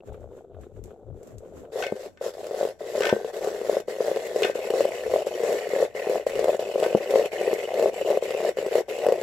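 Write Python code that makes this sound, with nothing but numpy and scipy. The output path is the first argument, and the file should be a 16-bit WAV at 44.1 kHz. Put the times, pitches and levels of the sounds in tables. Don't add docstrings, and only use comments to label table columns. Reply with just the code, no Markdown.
import sys
import numpy as np
from scipy import signal
from scipy.fft import rfft, irfft
from scipy.io import wavfile
from scipy.ndimage import uniform_filter1d

SR = 44100
rng = np.random.default_rng(int(sys.argv[2]) if len(sys.argv) > 2 else 0)


def log_audio(samples):
    frames = np.atleast_2d(samples).T
    limited = np.clip(frames, -1, 1)
    pcm = np.round(limited * 32767).astype(np.int16)
    wavfile.write(sys.argv[1], SR, pcm)


N = 406602
T = np.arange(N) / SR
STIR_START_S, SWEEP_FALL_S = 1.721, 0.064


# (frequency [Hz], gain [dB])
BOTTOM_COLOUR = [(40, -73), (110, -26.5), (225, -13), (278, -21), (330, -8), (400, 1), (470, 1.5), (540, 3),
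                 (740, 0), (900, -6), (1080, -3.5), (1350, -12), (2200, -32), (5000, -66)]

def bottom_knocking(pressure):
    rings, slips = patter(gap_s=0.0058, hz=510.4, log_hz_spread=0.18, t60_s=0.016, spread_db=0.5)
    judder = even(colour(rings, BOTTOM_COLOUR), span_s=0.05) * pressure * amp(-2)
    judder *= sticking(stick_s=0.0112, stuck_db=-0.5)
    knocks, catches, body = np.zeros(N), np.zeros(N), response(BOTTOM_COLOUR)
    for s, db, hz, bite_db in ladle_catches(pressure):
        blow = ring(hz, t60_s=0.024) + 1.18 * fade(t60_s=0.0025)
        add(knocks, s, signal.fftconvolve(blow, body), db + 0.56)
        add(catches, s, np.ones(1), min(bite_db + 2.5, db - 16))
    return place(judder + knocks, left_db=3), slips, catches


# (time [s], relative level [dB], pitch [Hz], relative grit bite [dB])
HARD_CATCHES = [(1.757, -21, 510, -53), (1.865, -20.5, 544, -41), (2.212, -21, 525, -69),
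                (2.262, -19.5, 510, -48), (2.51, -20, 480, -47), (2.543, -19, 535, -52),
                (2.61, -13, 593, -54), (2.629, -12, 537, -48), (2.651, -16.5, 464, -43.5),
                (2.812, -27, 447, -57), (2.952, -17, 592, -50), (2.979, -14.5, 535, -49),
                (3.006, -12.5, 510, -30), (3.067, -18, 520, -32), (3.164, -16, 460, -49),
                (3.246, -18, 456, -46), (3.472, -16, 425, -41), (3.614, -20, 430, -46.5),
                (3.695, -9.5, 585, -42), (3.768, -9.5, 555, -47), (3.882, -18.5, 502, -48),
                (4.005, -12, 486, -51), (4.081, -13, 593, -42.5), (4.114, -15, 544, -44),
                (4.161, -16.5, 460, -42), (4.17, -16, 541, -42.5), (4.36, -14, 477, -37),
                (4.421, -14, 453, -24), (4.448, -13, 417, -29), (4.497, -14, 544, -52),
                (4.554, -17, 477, -57), (4.703, -15.5, 450, -28), (4.737, -12, 480, -44),
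                (4.806, -10, 573, -36), (4.852, -11, 570, -36.5), (5.063, -18.5, 501, -44.5),
                (5.138, -10.5, 570, -42), (5.16, -10.5, 667, -45), (5.268, -14.5, 530, -44),
                (5.434, -15, 465, -38), (5.492, -13, 570, -40), (5.734, -13.5, 467, -41),
                (5.762, -11.5, 540, -37.5), (5.802, -13.5, 537, -50), (5.826, -10, 520, -46),
                (5.949, -26, 443, -65), (6.069, -14, 443, -45), (6.096, -12.5, 470, -39),
                (6.156, -11, 650, -46), (6.266, -12.5, 533, -48), (6.354, -20.5, 423, -36),
                (6.392, -13, 490, -36), (6.482, -12.5, 580, -39.5), (6.492, -8, 596, -45),
                (6.546, -13.5, 557, -40.5), (6.593, -16.5, 596, -53), (6.757, -10.5, 524, -55),
                (6.826, -9.5, 637, -38.5), (6.862, -10.5, 527, -40), (7.138, -9, 553, -43),
                (7.157, -7, 540, -36), (7.195, -11.5, 560, -40), (7.411, -15.5, 500, -41.5),
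                (7.477, -11.5, 480, -45), (7.512, -16, 517, -46), (7.53, -12, 420, -39.5),
                (7.795, -14, 560, -38), (7.825, -11.5, 584, -33.5), (7.858, -7, 586, -46),
                (8.012, -16.5, 545, -41), (8.102, -11, 557, -34.5), (8.172, -10.5, 536, -39),
                (8.224, -15, 530, -58), (8.347, -15, 507, -51), (8.449, -11, 620, -40),
                (8.49, -13, 546, -37), (8.57, -20.5, 523, -45), (8.585, -16, 474, -42),
                (8.626, -19, 525, -43), (8.663, -16, 415, -37.5), (8.754, -7.5, 580, -35),
                (8.781, -11.5, 494, -36), (8.883, -25, 544, -56), (9.065, -6.5, 566, -33.5),
                (9.086, -8.5, 490, -35.5), (9.122, -9, 501, -34.5)]

def ladle_catches(pressure, gap_s=0.07, over_pressure_db=8):
    chance = rng.standard_normal((160, 4))
    times_s = STIR_START_S + np.cumsum(gap_s * np.exp(chance[:, 0] / 2))
    rows, hard_s = list(HARD_CATCHES), np.array(HARD_CATCHES)[:, 0]
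    for s, (_, scatter_db, detune, grittiness) in zip(times_s, chance):
        if s < T[-1] and np.abs(hard_s - s).min() > 0.025:
            db = 20 * np.log10(pressure[int(s * SR)]) + over_pressure_db + scatter_db
            bite_db = db - 20.5 + 7 * grittiness
            rows.append((s, db, 500 * np.exp(0.12 * detune), bite_db))
    return rows


def sticking(stick_s, stuck_db):
    gain = np.ones(N)
    for s, *_ in HARD_CATCHES:
        gain[int((s - stick_s) * SR):int((s + 0.004) * SR)] = amp(stuck_db)
    return uniform_filter1d(gain, size=130)


# (fastest at [s], rise [s], judder drive [dB], hiss drive [dB])
SWEEPS = [(1.81, 0.073, -27.5, -44), (2.03, 0.054, -45.5, -53), (2.27, 0.057, -31, -44.5),
          (2.631, .11, -30, -45.5), (3.06, 0.13, -25.5, -41.5), (3.47, 0.11, -30.5, -46.5),
          (3.73, 0.094, -27.5, -43.5), (4.07, .08, -28, -44.5), (4.44, 0.12, -26, -43),
          (4.79, 0.064, -22, -41.5), (5.15, 0.081, -23.5, -43), (5.52, 0.11, -22, -42.5),
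          (5.83, 0.087, -21.5, -42.5), (6.132, 0.057, -22.5, -45), (6.49, 0.13, -22.5, -47),
          (6.829, .07, -22.5, -44), (7.182, 0.084, -18.5, -42), (7.5, 0.14, -26, -52),
          (7.849, 0.11, -20, -45), (8.11, 0.064, -20.5, -43.5), (8.47, 0.1, -24, -47),
          (8.78, 0.082, -23.5, -42), (9.09, 0.07, -23, -58)]
# (landing [s], time off the bottom [s], lull floor [dB], skid drive [dB])
LIFTS = [(2.208, .14, -45, -65), (2.34, 0.04, -18, -64), (2.796, 0.091, -23, -73), (3.333, 0.035, -15, -72),
         (3.879, .08, -23, -54), (4.548, 0.038, -16, -43), (5.263, 0.027, -4, -41),
         (5.948, 0.099, -18, -64), (6.265, .055, -15, -45), (6.592, 0.033, -12, -47),
         (7.318, 0.055, -17, -70), (7.94, 0.048, -8.5, -52), (8.219, 0.045, -10, -44),
         (8.571, 0.074, -20, -65), (8.884, 0.09, -23, -63)]
# (time [s], rasp drive [dB], base pitch [Hz])
BOWL_DRAG = [(1.72, -61, 1750), (2.4, -77, 1770), (2.9, -53, 1610), (4.2, -48.5, 1870), (4.7, -44.5, 2300),
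             (5.35, -46.5, 2200), (5.9, -40.5, 2080), (6.7, -45.5, 2120), (7.3, -41, 2315),
             (9.22, -44, 2220)]

def stirring(drag_judder_db=-30, drag_hiss_db=-49, gentle_db=-9, bear_down_s=1.3, lift_db_per_s=440):
    contact, skid = 1.0 * (T > STIR_START_S), np.zeros(N)
    for lands_s, off_s, lull_db, skid_db in LIFTS:
        lifted = (T > lands_s - off_s) & (T < lands_s)
        contact[lifted] = amp(np.maximum(-lift_db_per_s * (T[lifted] - lands_s + off_s), lull_db))
        add(skid, lands_s, fade(t60_s=0.13, size=16000), skid_db)
    contact = uniform_filter1d(contact, size=130)
    rubbing = uniform_filter1d(contact, size=700)
    effort = amp(gentle_db * np.exp(-np.maximum(T - STIR_START_S, 0) / bear_down_s))
    sweep_judder, sweep_hiss = np.zeros(N), np.zeros(N)
    for s, rise_s, judder_db, hiss_db in SWEEPS:
        speed = swell(s, rise_s, SWEEP_FALL_S)
        sweep_judder += amp(judder_db) * speed
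        sweep_hiss += amp(hiss_db) * speed
    grip = amp(1.7 * walk(rate_hz=16))
    drag_s, drag_db, _ = np.transpose(BOWL_DRAG)
    bowl_drag = np.interp(T, drag_s, amp(drag_db), left=0, right=0)
    pressure = contact * np.hypot(sweep_judder, amp(drag_judder_db) * effort)
    hiss = rubbing * np.hypot(sweep_hiss, effort * (amp(drag_hiss_db) * grip + skid))
    rasping = contact * np.hypot(amp(-6) * sweep_hiss, bowl_drag * grip)
    return pressure, hiss, rasping


# (frequency [Hz], gain [dB])
BOWL_COLOUR = [(600, -16), (1350, -3.5), (1800, 2.5), (2350, -2), (2900, 5.5), (3400, -6.5), (6000, -14)]

def bowl_rasp(level, spurts, catches, sag=0.17, wander=0.068):
    drag_s, _, base_hz = np.transpose(BOWL_DRAG)
    digging = sum(swell(s, rise_s, SWEEP_FALL_S) for s, rise_s, *_ in SWEEPS)
    hz = np.interp(T, drag_s, base_hz) * np.exp(wander * walk(rate_hz=10) - sag * (digging - 0.5))
    shared, apart = (
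        patter(gap_s=0.0026, hz=hz, log_hz_spread=0.13, t60_s=0.0078, spread_db=3, count=3600, size=400)[0]
        for _ in range(2))
    sides = []
    for grains in shared + 0.2 * apart, shared - 0.15 * apart:
        modes = rng.standard_normal(2048) * fade(t60_s=0.045)
        ringing = unit(grains) + amp(-0.5) * unit(excite(grains, modes))
        sides.append(even(colour(moving_contact(ringing, patchy_db=4), BOWL_COLOUR), span_s=0.045))
    click = colour(rng.standard_normal(2048) * fade(t60_s=0.03), BOWL_COLOUR)
    clicks = moving_contact(excite(catches, click / np.abs(click).max()), patchy_db=2.5)
    return np.array(sides) * level * (amp(-9) + amp(-4.5) * spurts) + amp(2.5) * clicks


# (frequency [Hz], relative gain [dB])
SCRAPE_LEFT_COLOUR = [(300, -21.5), (1000, -3), (1350, -8.5), (1900, -6), (2900, -19.5), (3700, -9.5),
                      (5100, -11), (6600, -10.5), (7600, -6), (8800, -18), (10000, -32), (12200, -22.5),
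                      (15500, -25)]
SCRAPE_RIGHT_COLOUR = [(300, -3), (1000, 1.5), (1350, 6.5), (1800, 5), (2350, -1), (2700, 3.5), (3300, 5),
                       (5500, 0.5), (7200, -3.5), (8600, -10.5), (10300, -2), (12000, 0), (15500, -18)]

def grit_scrape(hiss, spurts, catches):
    wall = wall_ring()
    drive = hiss * (amp(-4.5) + amp(-6) * spurts) * sticking(stick_s=0.0031, stuck_db=-5.5)
    drive += amp(-4.5) * excite(catches, fade(t60_s=0.025))
    shared = grit(spread_db=1.5)
    sides = []
    for points in SCRAPE_LEFT_COLOUR, SCRAPE_RIGHT_COLOUR:
        grains = 0.45 * shared + 0.85 * grit(spread_db=3.5)
        scraping = moving_contact(drive * grains, patchy_db=3.2)
        sides.append(colour(scraping, points) / np.linalg.norm(response(points)))
    singing = np.array([excite(drive * shared, side) for side in wall]) / np.linalg.norm(wall[0])
    return np.array(sides) + amp(-8) * singing


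def moving_contact(x, patchy_db, size=512):
    frames = signal.stft(x, nperseg=size)[2]
    swing = uniform_filter1d(rng.standard_normal(frames.shape), size=3, axis=0)
    swing = uniform_filter1d(swing, size=8, axis=1)
    return signal.istft(frames * amp(patchy_db * unit(swing)), nperseg=size)[1][:N]


# (time [s], relative level [dB], brightest pitch [Hz])
HANDLE_STRIKES = [(1.8247, -24.5, 1550), (1.8375, -26, 2240), (1.8659, -28.5, 2150), (2.1736, -47.5, 1500),
                  (3.0204, -22, 1500), (3.034, -21.5, 1490), (3.053, -21.5, 1560), (3.0687, -22.5, 1820),
                  (3.0919, -22, 1000), (3.0958, -21.5, 905), (4.4324, -18, 2840), (4.4473, -22, 1496),
                  (6.831, -29.5, 890), (6.84, -25.5, 1530)]
# (frequency [Hz], gain [dB])
CONTACT_COLOUR = [(400, -21), (900, -2), (1500, 9.5), (2300, 11), (3300, 8), (4400, -4.5), (5700, 2.5),
                  (6700, -11.5), (7800, -3), (9000, -30), (15000, -66)]

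def handle_clanks():
    out = np.zeros((2, N))
    for s, db, hz in HANDLE_STRIKES:
        shared, *sides = rng.standard_normal((3, 2048))
        crack = [colour((shared + 0.6 * own) * fade(t60_s=0.018), CONTACT_COLOUR) for own in sides]
        slide = [colour(own * fade(t60_s=0.57), CONTACT_COLOUR) for own in sides]
        shaft = signal.fftconvolve(shared * fade(t60_s=0.035), ring(hz, t60_s=0.062))
        add(out, s, place(np.array(crack), left_db=2.5), db + 4)
        add(out, s, np.array(slide), db - 11)
        add(out, s, shaft, db - 7.5)
        add(out, s, wall_ring(hz, reach_oct=0.44, uneven_db=1.5), db + 1)
    return out


# (frequency [Hz], relative level [dB], t60 [s], left minus right [dB])
WALL_MODES = [(951, 1, 0.24, -13), (1235, -5, 0.1, 25), (1506, 3, 0.2, 14), (1560, 2, 0.39, 0),
              (1802, -1, 0.22, 16), (2070, -32, 0.091, 5), (2080, 8, 0.19, 0), (2200, 1, 0.18, 22),
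              (2540, -10, 0.2, 15), (2540, 8.5, 0.16, -1), (2610, -15, 0.1, 13), (3300, 0, 0.13, 3),
              (3550, 5.5, 0.11, 18), (4290, 4.5, 0.15, 14), (5640, -4, 0.21, 27), (7600, 8, 0.031, 18)]

def wall_ring(hz=2500, reach_oct=9, uneven_db=0, size=12000):
    out = np.zeros((2, size))
    for mode_hz, db, t60_s, left_db in WALL_MODES:
        strength, phases = rng.standard_normal(), rng.standard_normal((2, 1))
        gain = amp(db + uneven_db * strength) / (1 + (np.log2(mode_hz / hz) / reach_oct) ** 2)
        swing = np.sin(2 * np.pi * mode_hz * T[:size] + phases)
        out += place(gain * swing * fade(t60_s, size), left_db)
    return out


# (time [s], relative level [dB])
POT_LANDINGS = [(1.923, -20), (3.1269, -11), (3.135, -20), (6.949, -9.5), (6.955, -19.5)]
# (frequency [Hz], gain [dB])
POT_COLOUR = [(30, -41), (80, -11.5), (160, -8), (220, 2), (280, -4.5), (400, 6), (540, 5), (800, -10.5),
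              (1400, -30.5), (4000, -91)]

def pot_thuds():
    out = np.zeros(N)
    for s, db in POT_LANDINGS:
        add(out, s, response(POT_COLOUR), db + 7.5)
        add(out, s, ring(hz=222.3, t60_s=0.11, size=6000), db - 17)
    return place(out, left_db=3.5)


# (time [s], relative sputter level [dB], churn level [dB])
BIG_BUBBLES = [(.089, -50.5, -45), (.142, -47, -45), (.226, -55, -46), (.329, -59, -46), (.385, -54, -48),
               (.544, -53, -48), (.633, -48.5, -49.5), (.761, -56, -48.5), (.905, -51.5, -47),
               (1.103, -68, -50), (1.2, -66, -46.5), (1.449, -53, -44), (1.529, -61, -48),
               (1.65, -50.5, -45)]
# (frequency [Hz], gain [dB])
SPUTTER_COLOUR = [(500, -5), (1000, 6), (1500, 6), (2100, -8), (2900, -7), (3800, -16), (5000, -26),
                  (9000, -26)]

def sputters():
    out = np.zeros((2, N))
    for s, db, _ in BIG_BUBBLES:
        shared, *sides = rng.standard_normal((3, 2048)) * fade(t60_s=0.042) * (1 - fade(t60_s=0.0089))
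        add(out, s, np.array([colour(shared + own, SPUTTER_COLOUR) for own in sides]), db + 3.5)
    return out


# (frequency [Hz], gain [dB])
BUBBLE_COLOUR = [(80, -16), (200, -5.5), (290, -10), (400, 1.5), (560, -1.5), (750, -4.5), (1000, -11),
                 (1450, -8.5), (2200, -46), (3600, -22), (5000, -46), (8000, -43)]

def simmer(opening_db=-50, later_db=-62):
    rings, bursts = patter(gap_s=0.0046, hz=484, log_hz_spread=0.24, t60_s=0.017, spread_db=4)
    ticks = excite(bursts, fade(t60_s=0.015)) * rng.standard_normal(N)
    churn_power = sum((amp(db) * swell(s, rise_s=0.039, fall_s=0.053)) ** 2 for s, _, db in BIG_BUBBLES)
    level = np.hypot(np.sqrt(churn_power), amp(np.where(T < STIR_START_S, opening_db, later_db)))
    soup = even(colour(rings + amp(-6.5) * ticks, BUBBLE_COLOUR), span_s=0.1) * level
    add(soup, s=0.006, sound=ring(hz=2700, t60_s=0.019), db=-50)
    return place(soup, left_db=2.5)


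# (frequency [Hz], relative gain [dB])
FOAM_COLOUR = [(900, -17), (1800, 1), (2800, 2), (3800, 0), (5000, -19), (9000, -18)]

def foam():
    level = sum(amp(db - 22.5) * swell(s, rise_s=0.026, fall_s=0.037) for s, db, _ in BIG_BUBBLES)
    rustles = (moving_contact(grit(spread_db=4), patchy_db=3.5) for _ in range(2))
    return level * np.array([unit(colour(side, FOAM_COLOUR)) for side in rustles])


# (time [s], rise and fall [s], relative level [dB])
FLARES = [(.114, 0.031, -46), (.24, 0.072, -52), (.59, 0.057, -50.5), (.81, 0.072, -48.5),
          (1.12, 0.055, -46), (1.37, 0.04, -49.5), (1.57, 0.069, -60), (5.11, 0.055, -58), (6.4, .11, -64)]
# (frequency [Hz], relative gain [dB])
FLAME_COLOUR = [(20, -5), (45, 1), (70, 7.5), (110, 5), (170, -10), (300, -12), (900, -70)]

def flames():
    level = sum(amp(db) * swell(s, width_s, width_s) for s, width_s, db in FLARES) + amp(-72)
    flutter, draught = (even(colour(rng.standard_normal(N), FLAME_COLOUR), span_s=0.02) for _ in range(2))
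    return level * np.array([amp(10.5) * flutter, amp(-4) * flutter + amp(-12) * draught])


# (time [s], relative level [dB])
SHARP_TICKS = [(0.1304, -52), (0.2064, -61), (0.371, -54), (0.6135, -52), (0.8394, -40), (0.8574, -47),
               (1.2311, -44), (1.273, -47), (1.3833, -39), (6.567, -35), (7.538, -26)]
# (frequency [Hz], gain [dB])
TICK_COLOUR = [(500, -17), (2000, -2), (5000, -1), (7600, 12), (9500, -4), (12000, 3), (15500, -17)]

def sharp_ticks():
    out = np.zeros((2, N))
    for s, db in SHARP_TICKS:
        burst = rng.standard_normal((2, 2048)) * (fade(t60_s=0.0043) + amp(-7) * fade(t60_s=0.058))
        add(out, s, np.array([colour(side, TICK_COLOUR) for side in burst]), db + 1.5)
    return out


# (frequency [Hz], relative gain [dB])
EMBER_COLOUR = [(30, -10), (100, 5), (400, 8.5), (900, -8), (2000, -16), (3500, -22), (5000, -26),
                (7500, -14.5), (9500, -33), (12000, -22), (15500, -39)]

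def embers(fizz_db=-61, hiss_db=-60):
    hisses = np.minimum(sum(swell(s, rise_s=0.008, fall_s=0.058) for s, _ in SHARP_TICKS), 1)
    level = amp(fizz_db + 6 * walk(rate_hz=20)) + amp(hiss_db) * hisses
    return level * np.array([unit(colour(grit(spread_db=3), EMBER_COLOUR)) for _ in range(2)])


def ground_scatter(x, size=9000):
    tail = rng.standard_normal((2, size)) * fade(t60_s=0.11, size=size) * (T[:size] > 0.004)
    return x + amp(-17) * signal.oaconvolve(x, tail / np.linalg.norm(tail[0]), axes=1)[:, :N]


def patter(gap_s, hz, log_hz_spread, t60_s, spread_db, count=2000, size=1024):
    rings, pulses, centre_hz = np.zeros(N), np.zeros(N), hz * np.ones(N)
    chance = rng.standard_normal((count, 4))
    times_s = np.cumsum(gap_s * np.exp(chance[:, 0] / 2))
    for s, (_, strength, detune, length) in zip(times_s, chance):
        if s < T[-1]:
            start = int(s * SR)
            ring_hz = centre_hz[start] * np.exp(log_hz_spread * detune)
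            add(rings, s, ring(ring_hz, t60_s * np.exp(0.3 * length), size), spread_db * strength)
            pulses[start] = amp(spread_db * strength)
    return rings, pulses


def grit(spread_db):
    noise = rng.standard_normal(N)
    grain_db = spread_db * np.repeat(rng.standard_normal(N // 16 + 1), 16)[:N]
    return unit(noise * amp(grain_db))


def ring(hz, t60_s, size=2048):
    return np.sin(2 * np.pi * hz * T[:size]) * fade(t60_s, size)


def fade(t60_s, size=2048):
    return np.exp(-np.log(1000) * T[:size] / t60_s)


def swell(s, rise_s, fall_s):
    return np.exp(-np.minimum(((T - s) / np.where(T < s, rise_s, fall_s)) ** 2, 60))


def walk(rate_hz):
    hold = int(SR / rate_hz)
    steps = np.repeat(rng.standard_normal(N // hold + 1), hold)[:N]
    return unit(uniform_filter1d(steps, hold))


def response(points, size=2048):
    hz, db = np.transpose(points)
    bin_db = np.interp(np.log(np.fft.rfftfreq(size, 1 / SR) + 1), np.log(hz), db)
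    cepstrum = irfft(np.log(amp(bin_db)))[:size // 2]
    cepstrum[1:] *= 2
    return irfft(np.exp(rfft(cepstrum, size)))


def excite(x, impulse_response):
    return signal.oaconvolve(x, impulse_response)[:len(x)]


def colour(x, points):
    return excite(x, response(points))


def even(x, span_s):
    power = np.abs(uniform_filter1d(x ** 2, int(span_s * SR)))
    return x / np.sqrt(power + 1e-4 * np.mean(x ** 2))


def add(track, s, sound, db):
    start = int(np.clip(s * SR, 0, N - 1))
    track[..., start:start + sound.shape[-1]] += amp(db) * sound[..., :N - start] / np.abs(sound).max()


def place(x, left_db):
    return x * amp(np.array([[left_db], [-left_db]]) / 2)


def amp(db):
    return 10 ** (np.asarray(db) / 20)


def unit(x):
    return x / np.sqrt(np.mean(x ** 2))


def scene():
    pressure, hiss, rasping = stirring()
    knocking, slips, catches = bottom_knocking(pressure)
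    spurts = even(excite(slips, fade(t60_s=0.065)), span_s=0.15)
    ladle = knocking + grit_scrape(hiss, spurts, catches) + bowl_rasp(rasping, spurts, catches)
    pot = ground_scatter(ladle + handle_clanks() + pot_thuds())
    soup = simmer() + foam() + sputters()
    return pot + soup + flames() + sharp_ticks() + embers()


def record(dry):
    top_hz = 15800
    return signal.sosfilt(signal.ellip(10, 0.2, 80, top_hz, fs=SR, output="sos"), dry)


dry = scene()
out = record(dry)
log_audio(out)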